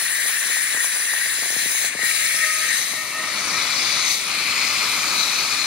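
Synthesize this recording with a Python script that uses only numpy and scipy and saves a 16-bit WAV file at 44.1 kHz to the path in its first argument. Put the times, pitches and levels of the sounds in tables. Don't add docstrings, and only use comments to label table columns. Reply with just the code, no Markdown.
import sys
import numpy as np
from scipy import signal
from scipy.fft import rfft, irfft, next_fast_len
from scipy.io import wavfile
from scipy.ndimage import uniform_filter1d

SR = 44100
rng = np.random.default_rng(int(sys.argv[2]) if len(sys.argv) > 2 else 0)


def generate_wav(signal):
    frames = np.transpose(np.atleast_2d(signal))
    scaled = np.clip(frames, -1, 1) * 32767
    pcm = np.round(scaled).astype(np.int16)
    wavfile.write(sys.argv[1], SR, pcm)


N = 249606
FRAME, HOP = 1024, 128
FRAME_S = np.arange(N // HOP + 9) * HOP / SR
BIN_HZ = np.fft.rfftfreq(FRAME, 1 / SR)
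TIME_S = np.arange(N) / SR


def amp(db):
    return np.exp(np.asarray(db) * (np.log(10) / 20))


def pan(side_db):
    return amp([[side_db], [-side_db]])


def unit_rms(x):
    return x / np.sqrt(np.mean(x ** 2) + 1e-20)


def at_hz(points, hz):
    f, value = np.transpose(points)
    return np.interp(np.log(hz + 1), np.log(f + 1), value)


def per_frame(rows):
    times_s, *columns = np.transpose(rows)
    return [np.interp(FRAME_S, times_s, column) for column in columns]


def ramp(x, start, end):
    return np.clip((x - start) / (end - start), 0, 1)


def bell(x, centre, sigma):
    return np.exp(-.5 * ((x - centre) / sigma) ** 2)


def bumps_db(rows):
    return sum(db * bell(FRAME_S, at_s, sigma_s) for at_s, sigma_s, db in rows)


def gate(t, start_s, length_s, attack_s, release_s):
    end_s = start_s + length_s
    return ramp(t, start_s, start_s + attack_s) * (1 - ramp(t, end_s, end_s + release_s))


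def falter_db(start_s, length_s, depth_db):
    return depth_db * gate(FRAME_S, start_s, length_s, attack_s=0.03, release_s=0.083)


def patches(span_s, span_hz):
    field = rng.standard_normal((len(FRAME_S), len(BIN_HZ)))
    for axis, cells in enumerate([span_s * SR / HOP, span_hz * FRAME / SR]):
        for _ in range(2):
            field = uniform_filter1d(field, max(1, round(cells)), axis, mode="wrap")
    return unit_rms(field)


def flutter(slow_hz, fast_hz):
    rates_hz = np.geomspace(slow_hz, fast_hz, num=30)[:, None]
    return unit_rms(np.sin(2 * np.pi * (rates_hz * FRAME_S + rng.random(rates_hz.shape))).sum(0))


def band_power(colour, level_db, pitch=1):
    power = amp(at_hz(colour, BIN_HZ / np.reshape(pitch, (-1, 1)))) ** 2
    return power / power.sum(1, keepdims=True) * amp(level_db)[:, None] ** 2


def resonance(hz, width_hz):
    f = np.fft.fftfreq(next_fast_len(N), 1 / SR)
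    spectrum = bell(f, hz, width_hz / 2) * np.exp(2j * np.pi * rng.random(len(f)))
    tone = np.fft.ifft(spectrum)[:N]
    return unit_rms(tone.real / np.sqrt(abs(tone) + 1e-12))


def ringing_gain(sigma_hz=150):
    # t/s, sigma/s, f/Hz, gain/dB
    rings = [(1.748, .1, 3900, 2.5), (1.78, .08, 6450, 5.5), (2.388, 0.14, 900, -8), (2.712, .14, 3850, 6),
             (2.72, 0.2, 6280, 6.5), (3.095, 0.11, 1540, -7.5), (3.958, .1, 3940, 3.5),
             (4.078, 0.077, 6350, 7.5), (4.1, 0.18, 9230, 8), (4.142, .07, 1620, -9), (4.68, 0.16, 5020, 7),
             (5.2, 0.49, 3295, -3.5)]
    at_s, sigma_s, hz, db = np.transpose(rings)
    return amp((db * bell(FRAME_S[:, None], at_s, sigma_s)) @ bell(BIN_HZ, hz[:, None], sigma_hz))


def turbulence(power, balance, lead, eddy_db, ripple_db):
    # f/Hz, coherence
    port_coherence = [(60, .93), (130, .93), (300, .85), (650, .75), (1300, .87), (2500, .8), (5000, .78),
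                      (9000, .74), (14000, .58)]
    coherence = np.clip(at_hz(port_coherence, BIN_HZ), 0, 1)
    lead_rad = at_hz(lead, BIN_HZ)
    lean = amp(at_hz(balance, BIN_HZ) / 2)
    shape = (2, *power.shape)
    left, independent = rng.standard_normal(shape) + 1j * rng.standard_normal(shape)
    right = (coherence * left + np.sqrt(1 - coherence ** 2) * independent) * np.exp(-1j * lead_rad)
    spectra = np.array([left * lean, right / lean])
    mid_power = (lean ** 2 + lean ** -2 + 2 * coherence * np.cos(lead_rad)) / 4
    ripples = np.array([patches(0.13, 170), patches(0.66, 170)]) * ramp(BIN_HZ, 540, 3150)
    eddies = patches(span_s=.018, span_hz=900)
    spectra *= np.sqrt(power / mid_power) * ringing_gain() * amp(eddy_db * eddies + ripple_db * ripples)
    _, noise = signal.istft(spectra.swapaxes(1, 2), nperseg=FRAME, noverlap=FRAME - HOP)
    return noise[:, :N] * np.sqrt(3 * FRAME / HOP / 8)


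def yard(x):
    # delay/s, gain/dB, drift/(s/s)
    echoes = [(.0093, -16, 0.0029), (.021, -16.5, 0.007), (.047, -18.5, .0003)]
    reflected = [sum(amp(db) * np.interp(TIME_S - delay_s - drift * TIME_S, TIME_S, port, left=0)
                     for delay_s, db, drift in echoes) for port in x]
    return x + np.array(reflected)


def engine():
    # f/Hz, width/Hz, level/dB before panning
    orders = [(49, 9.8, -63.5), (107, 12, -67.5)]
    return pan(side_db=3.0) * sum(amp(db) * resonance(hz, width_hz) for hz, width_hz, db in orders)


def flame_pops(gain_db=5.5, delay_s=0.00253, sharpen=1.17, lag_cycles=.95, echo_db=-8.0, t60_s=0.13):
    # t/s, relative level/dB, f/Hz before sharpening
    pops = [(0.018, -36.5, 441), (0.103, -41, 738), (0.254, -35, 458), (0.295, -32, 830), (0.454, -38, 305),
            (0.495, -36, 528), (0.565, -29.5, 890), (0.741, -32.5, 439), (0.841, -28, 905),
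            (0.996, -39, 454), (1.133, -27, 875), (1.257, -35, 468), (1.383, -35, 373), (1.42, -33.5, 372),
            (1.43, -27.5, 893), (1.455, -32, 635), (1.5, -30.5, 441), (1.522, -36, 433), (1.56, -29.5, 293),
            (1.654, -30.5, 265), (1.746, -30, 869), (1.841, -31, 487), (1.947, -28, 318),
            (1.988, -29.5, 520), (2.028, -29.5, 361), (2.34, -34, 635), (2.389, -43, 619),
            (2.932, -31, 530)]
    pulses = np.zeros(N)
    for at_s, db, hz in pops:
        phase = 2 * np.pi * sharpen * hz * (TIME_S - at_s - delay_s)
        pulses += amp(db) * np.cos(phase) * bell(phase, 0, 0.74 + hz / 480)
    pulses = signal.sosfilt(signal.butter(2, [152.0, 1430.0], "bandpass", fs=SR, output="sos"), pulses)
    size = next_fast_len(N)
    lag = np.exp(-2j * np.pi * lag_cycles * np.log(np.fft.rfftfreq(size, 1 / SR) + 1))
    chirps = irfft(rfft(pulses, size) * lag, size)[:N]
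    tail = rng.standard_normal((2, SR // 4)) * amp(-60 * TIME_S[:SR // 4] / t60_s)
    echo = signal.fftconvolve(chirps[None], tail / np.linalg.norm(tail[0]), axes=1)[:, :N]
    return amp(gain_db) * pan(side_db=5.5) * (chirps + amp(echo_db) * echo)


def whistle(gain_db=0.5, rolloff_db_per_oct=15.5):
    # f/Hz, width/Hz, gain/dB
    modes = [(627, 46, 3), (1272, 39, -3.5), (1852, 21, 1), (2666, 80, -7)]
    # start/s, length/s, relative level/dB, favoured f/Hz
    blows = [(1.98, 0.34, -36, 1650), (2.329, .08, -29, 1860), (2.415, 0.034, -23, 1830),
             (2.457, 0.068, -30, 1480), (2.541, .12, -34, 1290), (2.95, 0.084, -31.5, 1700),
             (3.105, 0.059, -30.5, 2600), (3.138, 0.15, -29, 1570), (3.52, 0.034, -28, 1650)]
    tones = np.zeros(N)
    for hz, width_hz, mode_db in modes:
        drive = np.zeros(N)
        for start_s, length_s, db, favoured_hz in blows:
            envelope = gate(TIME_S, start_s, length_s, attack_s=0.018, release_s=0.036)
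            drive += amp(db - rolloff_db_per_oct * abs(np.log2(hz / favoured_hz))) * envelope
        tones += amp(mode_db) * drive * resonance(hz, width_hz)
    return amp(gain_db) * pan(side_db=1.0) * tones


def extinguisher(hiss_gain_db=0.5, nozzle_gain_db=2.0, comb_spacing_hz=417):
    # t/s, relative level/dB, treble lift/dB
    spray_curve = [(2.9, -33.5, 10), (3.18, -37, 1), (3.36, -31, -1.5), (3.75, -26.5, -2),
                   (4.02, -24.5, -6.5), (4.12, -23.5, 4), (4.26, -31.5, 1), (4.5, -28.5, 0.5),
                   (5.2, -27, 3.5), (5.66, -27.5, -2)]
    # t/s, pitch factor, relative level/dB
    aim_curve = [(2.95, 0.9, -35), (3.3, 0.94, -35.5), (3.65, 0.97, -30), (4.1, 0.94, -32),
                 (4.3, 1.03, -31.5), (4.56, 0.98, -26.5), (5.0, 1, -32.5), (5.6, 1.02, -32.5)]
    # t/s, relative level/dB
    rush_curve = [(3.1, -38), (3.55, -32), (4.25, -34.5), (5.17, -32), (5.66, -35.5)]
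    # f/Hz, relative density/dB
    hiss_colour = [(1530, -37), (2600, -6.5), (2810, -15.5), (3420, -5), (4010, 0), (4560, -1),
                   (5110, -5.5), (5350, -5), (6430, -8.5), (7770, -15.5), (10700, -22), (11600, -18.5),
                   (14300, -24), (16000, -27)]
    nozzle_colour = [(880, -32), (1500, -10), (1860, -28), (2030, 1.5), (2330, 4.5), (2450, 4), (2750, -6),
                     (3100, -7), (4030, -17), (6820, -120)]
    rush_colour = [(18, -55), (30, -18), (71, -19), (98, -15), (130, -14), (192, -10.5), (353, -11),
                   (404, -15.5), (660, -11.5), (865, -11), (1250, -1), (1700, -8.5), (2210, -38),
                   (3740, -120)]
    # f/Hz, level/dB
    balance = [(60, 10), (110, 2), (200, 1.5), (380, 2.5), (700, -0.5), (1290, 0), (2380, 5), (4400, 10.5),
               (8120, 7.5), (15000, 20)]
    # f/Hz, phase/rad
    lead = [(0, 0), (1640, -0.4), (3100, -0.5), (3700, 1.2), (5000, -0.7), (5680, -2), (6630, -1.5),
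            (8350, -0.7), (9220, -3), (10600, -6), (12400, -9.5), (13300, -4), (14600, -6), (16400, -7.7)]
    spray_db, treble_db = per_frame(spray_curve)
    pitch, tone_db = per_frame(aim_curve)
    rush_db, = per_frame(rush_curve)
    lost_db = falter_db(start_s=4.14, length_s=0.067, depth_db=4.8)
    waver_db = 0.3 * flutter(12, 70)
    hiss = band_power(hiss_colour, spray_db + hiss_gain_db + waver_db - 0.48 * lost_db)
    hiss *= amp(treble_db[:, None] * ramp(BIN_HZ, 5000, 10800)) ** 2
    comb_db = (2.5 + 4.5 * np.cos(2 * np.pi * BIN_HZ / comb_spacing_hz)) * bell(BIN_HZ, 4360, 440)
    hiss *= amp(ramp(FRAME_S, 4.7, 5.5)[:, None] * comb_db) ** 2
    nozzle = band_power(nozzle_colour, tone_db + nozzle_gain_db + waver_db - lost_db, pitch)
    rush = band_power(rush_colour, rush_db - lost_db + 0.52 * flutter(5, 50))
    valve = ramp(FRAME_S, 2.51, 3.2)[:, None]
    return turbulence(valve * (hiss + nozzle + rush), balance, lead, eddy_db=0.87, ripple_db=2.5)


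def gas_jet(hiss_gain_db=2.0, flame_db=-47.5):
    # t/s, relative level/dB, treble lift/dB
    jet_curve = [(0.0, -27, 1.5), (1.15, -27, 0), (1.4, -28, 1), (1.75, -28, 6.5), (2.3, -27, 5),
                 (2.76, -29, 0.5), (3.03, -37, 5.5), (3.3, -34, -4.5)]
    # t/s, sigma/s, gain/dB
    spurts = [(0.29, .018, 2), (0.55, 0.029, 0.9), (0.84, 0.023, 1.5), (2.78, .025, 2)]
    # t/s, sigma/s, gain/dB
    surges = [(0.6, 0.026, 3), (0.77, .04, 1.5), (0.97, 0.041, -6.5), (1.1, 0.022, 4), (1.35, 0.011, -2),
              (1.48, 0.064, 4), (2.02, 0.032, 7), (2.44, .012, 9), (2.59, 0.033, -1.5), (2.7, 0.057, 8.5)]
    # f/Hz, relative density/dB
    early_hiss = [(1410, -29.5), (2400, -8), (3120, -13.5), (3830, -6), (4790, -9.5), (5350, -14.5),
                  (5840, -9.5), (6420, -13), (7010, -9.5), (7960, -13), (10000, -2), (12400, -20.5),
                  (15100, -10), (16000, -10)]
    late_hiss = [(1410, -38), (2400, -3), (3190, -7.5), (3460, -4), (4020, 0.5), (5520, -5.5), (6170, -5),
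                 (7710, -8.5), (8610, -2.5), (9180, -7), (10100, -1.5), (11600, -13.5), (13200, -14.5),
                 (16000, -10.5)]
    early_roar = [(590, -74), (1000, -31), (1070, -18.5), (1320, -17.5), (1390, -14), (1600, -6.5),
                  (1840, 3), (1970, -1.5), (2110, -6), (3000, -24), (3900, -38), (6600, -120)]
    late_roar = [(850, -26), (1450, -14), (1860, -0.5), (2040, -4), (2260, -2), (2560, -15.5),
                 (2770, -20.5), (3000, -18), (3900, -42), (6600, -120)]
    flame_colour = [(65, -42), (110, -12), (125, -18), (231, -8.5), (302, -5.5), (445, -6), (560, -3.5),
                    (1100, -4), (1430, -1.5), (2420, -120)]
    # f/Hz, level/dB
    balance = [(60, 2.5), (110, 3.0), (200, 2.2), (380, 1.2), (700, 0.5), (1290, 0.47), (2380, 5),
               (4400, 8.4), (8120, 8.5), (15000, 2.5)]
    # f/Hz, phase/rad
    lead = [(0, -1.5), (1550, 0.7), (3010, -2.5), (3620, 1.5), (5080, -2), (7150, -2.5), (8270, -4),
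            (8700, -3.5), (9560, -4.5), (10900, -8.5), (12100, -6), (13700, -4), (15200, -18),
            (16400, -12.6)]
    jet_db, treble_db = per_frame(jet_curve)
    lost_db = falter_db(start_s=1.875, length_s=0.1, depth_db=7.1)
    swing_db = bumps_db(spurts) - lost_db
    hiss_db = jet_db + hiss_gain_db + swing_db + 0.17 * flutter(10, 70)
    treble_db += 1.2 * swing_db
    spread = ramp(FRAME_S, 1.17, 2.2)[:, None]
    hiss = (1 - spread) * band_power(early_hiss, hiss_db) + spread * band_power(late_hiss, hiss_db)
    hiss *= amp(treble_db[:, None] * ramp(BIN_HZ, 5200, 17700)) ** 2
    roar_db = jet_db - 0.49 * lost_db + 0.53 * flutter(8.2, 80)
    roar = (1 - spread) * band_power(early_roar, roar_db) + spread * band_power(late_roar, roar_db)
    roar *= amp(bumps_db(surges)[:, None] * bell(BIN_HZ, 1890, 190)) ** 2
    lull_db = -2.5 * bell(FRAME_S, 2.5, 0.14)
    flame = band_power(flame_colour, flame_db + lull_db + 2.65 * flutter(3.7, 50))
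    return turbulence(hiss + roar + flame, balance, lead, eddy_db=1.25, ripple_db=2.0)


def scene():
    return yard(gas_jet() + whistle() + extinguisher()) + flame_pops() + engine()


def record(dry, low_cut_hz=70.0, top_shelf_db=-5.5, high_cut_hz=15800):
    # f/Hz, sigma/Hz, gain/dB
    left_port = [(3286, 197, -9.5), (4000, 170, 0), (5430, 96, -3.5), (5720, 57, 1), (7900, 110, -1.5),
                 (11450, 160, -4), (15000, 97, -9)]
    right_port = [(1770, 230, -4), (3280, 243, 8), (4750, 140, -4), (6100, 100, -12.5), (7560, 710, 6),
                  (8800, 81, -9), (11500, 100, 3), (15700, 72, -5)]
    size = next_fast_len(N + FRAME)
    hz = np.fft.rfftfreq(size, 1 / SR)
    port_db = np.array([sum(db * bell(hz, centre_hz, sigma_hz) for centre_hz, sigma_hz, db in port)
                        for port in (left_port, right_port)])
    shelf_db = top_shelf_db * ramp(hz, 13500, 15400)
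    coloured = irfft(rfft(dry, size) * amp(port_db + shelf_db), size)[:, :N]
    highpass = signal.butter(3, low_cut_hz, "highpass", fs=SR, output="sos")
    lowpass = signal.firwin(1023, high_cut_hz, window=("kaiser", 9), fs=SR)
    return signal.oaconvolve(signal.sosfilt(highpass, coloured), lowpass[None], "same")


dry = scene()
out = record(dry)
generate_wav(out)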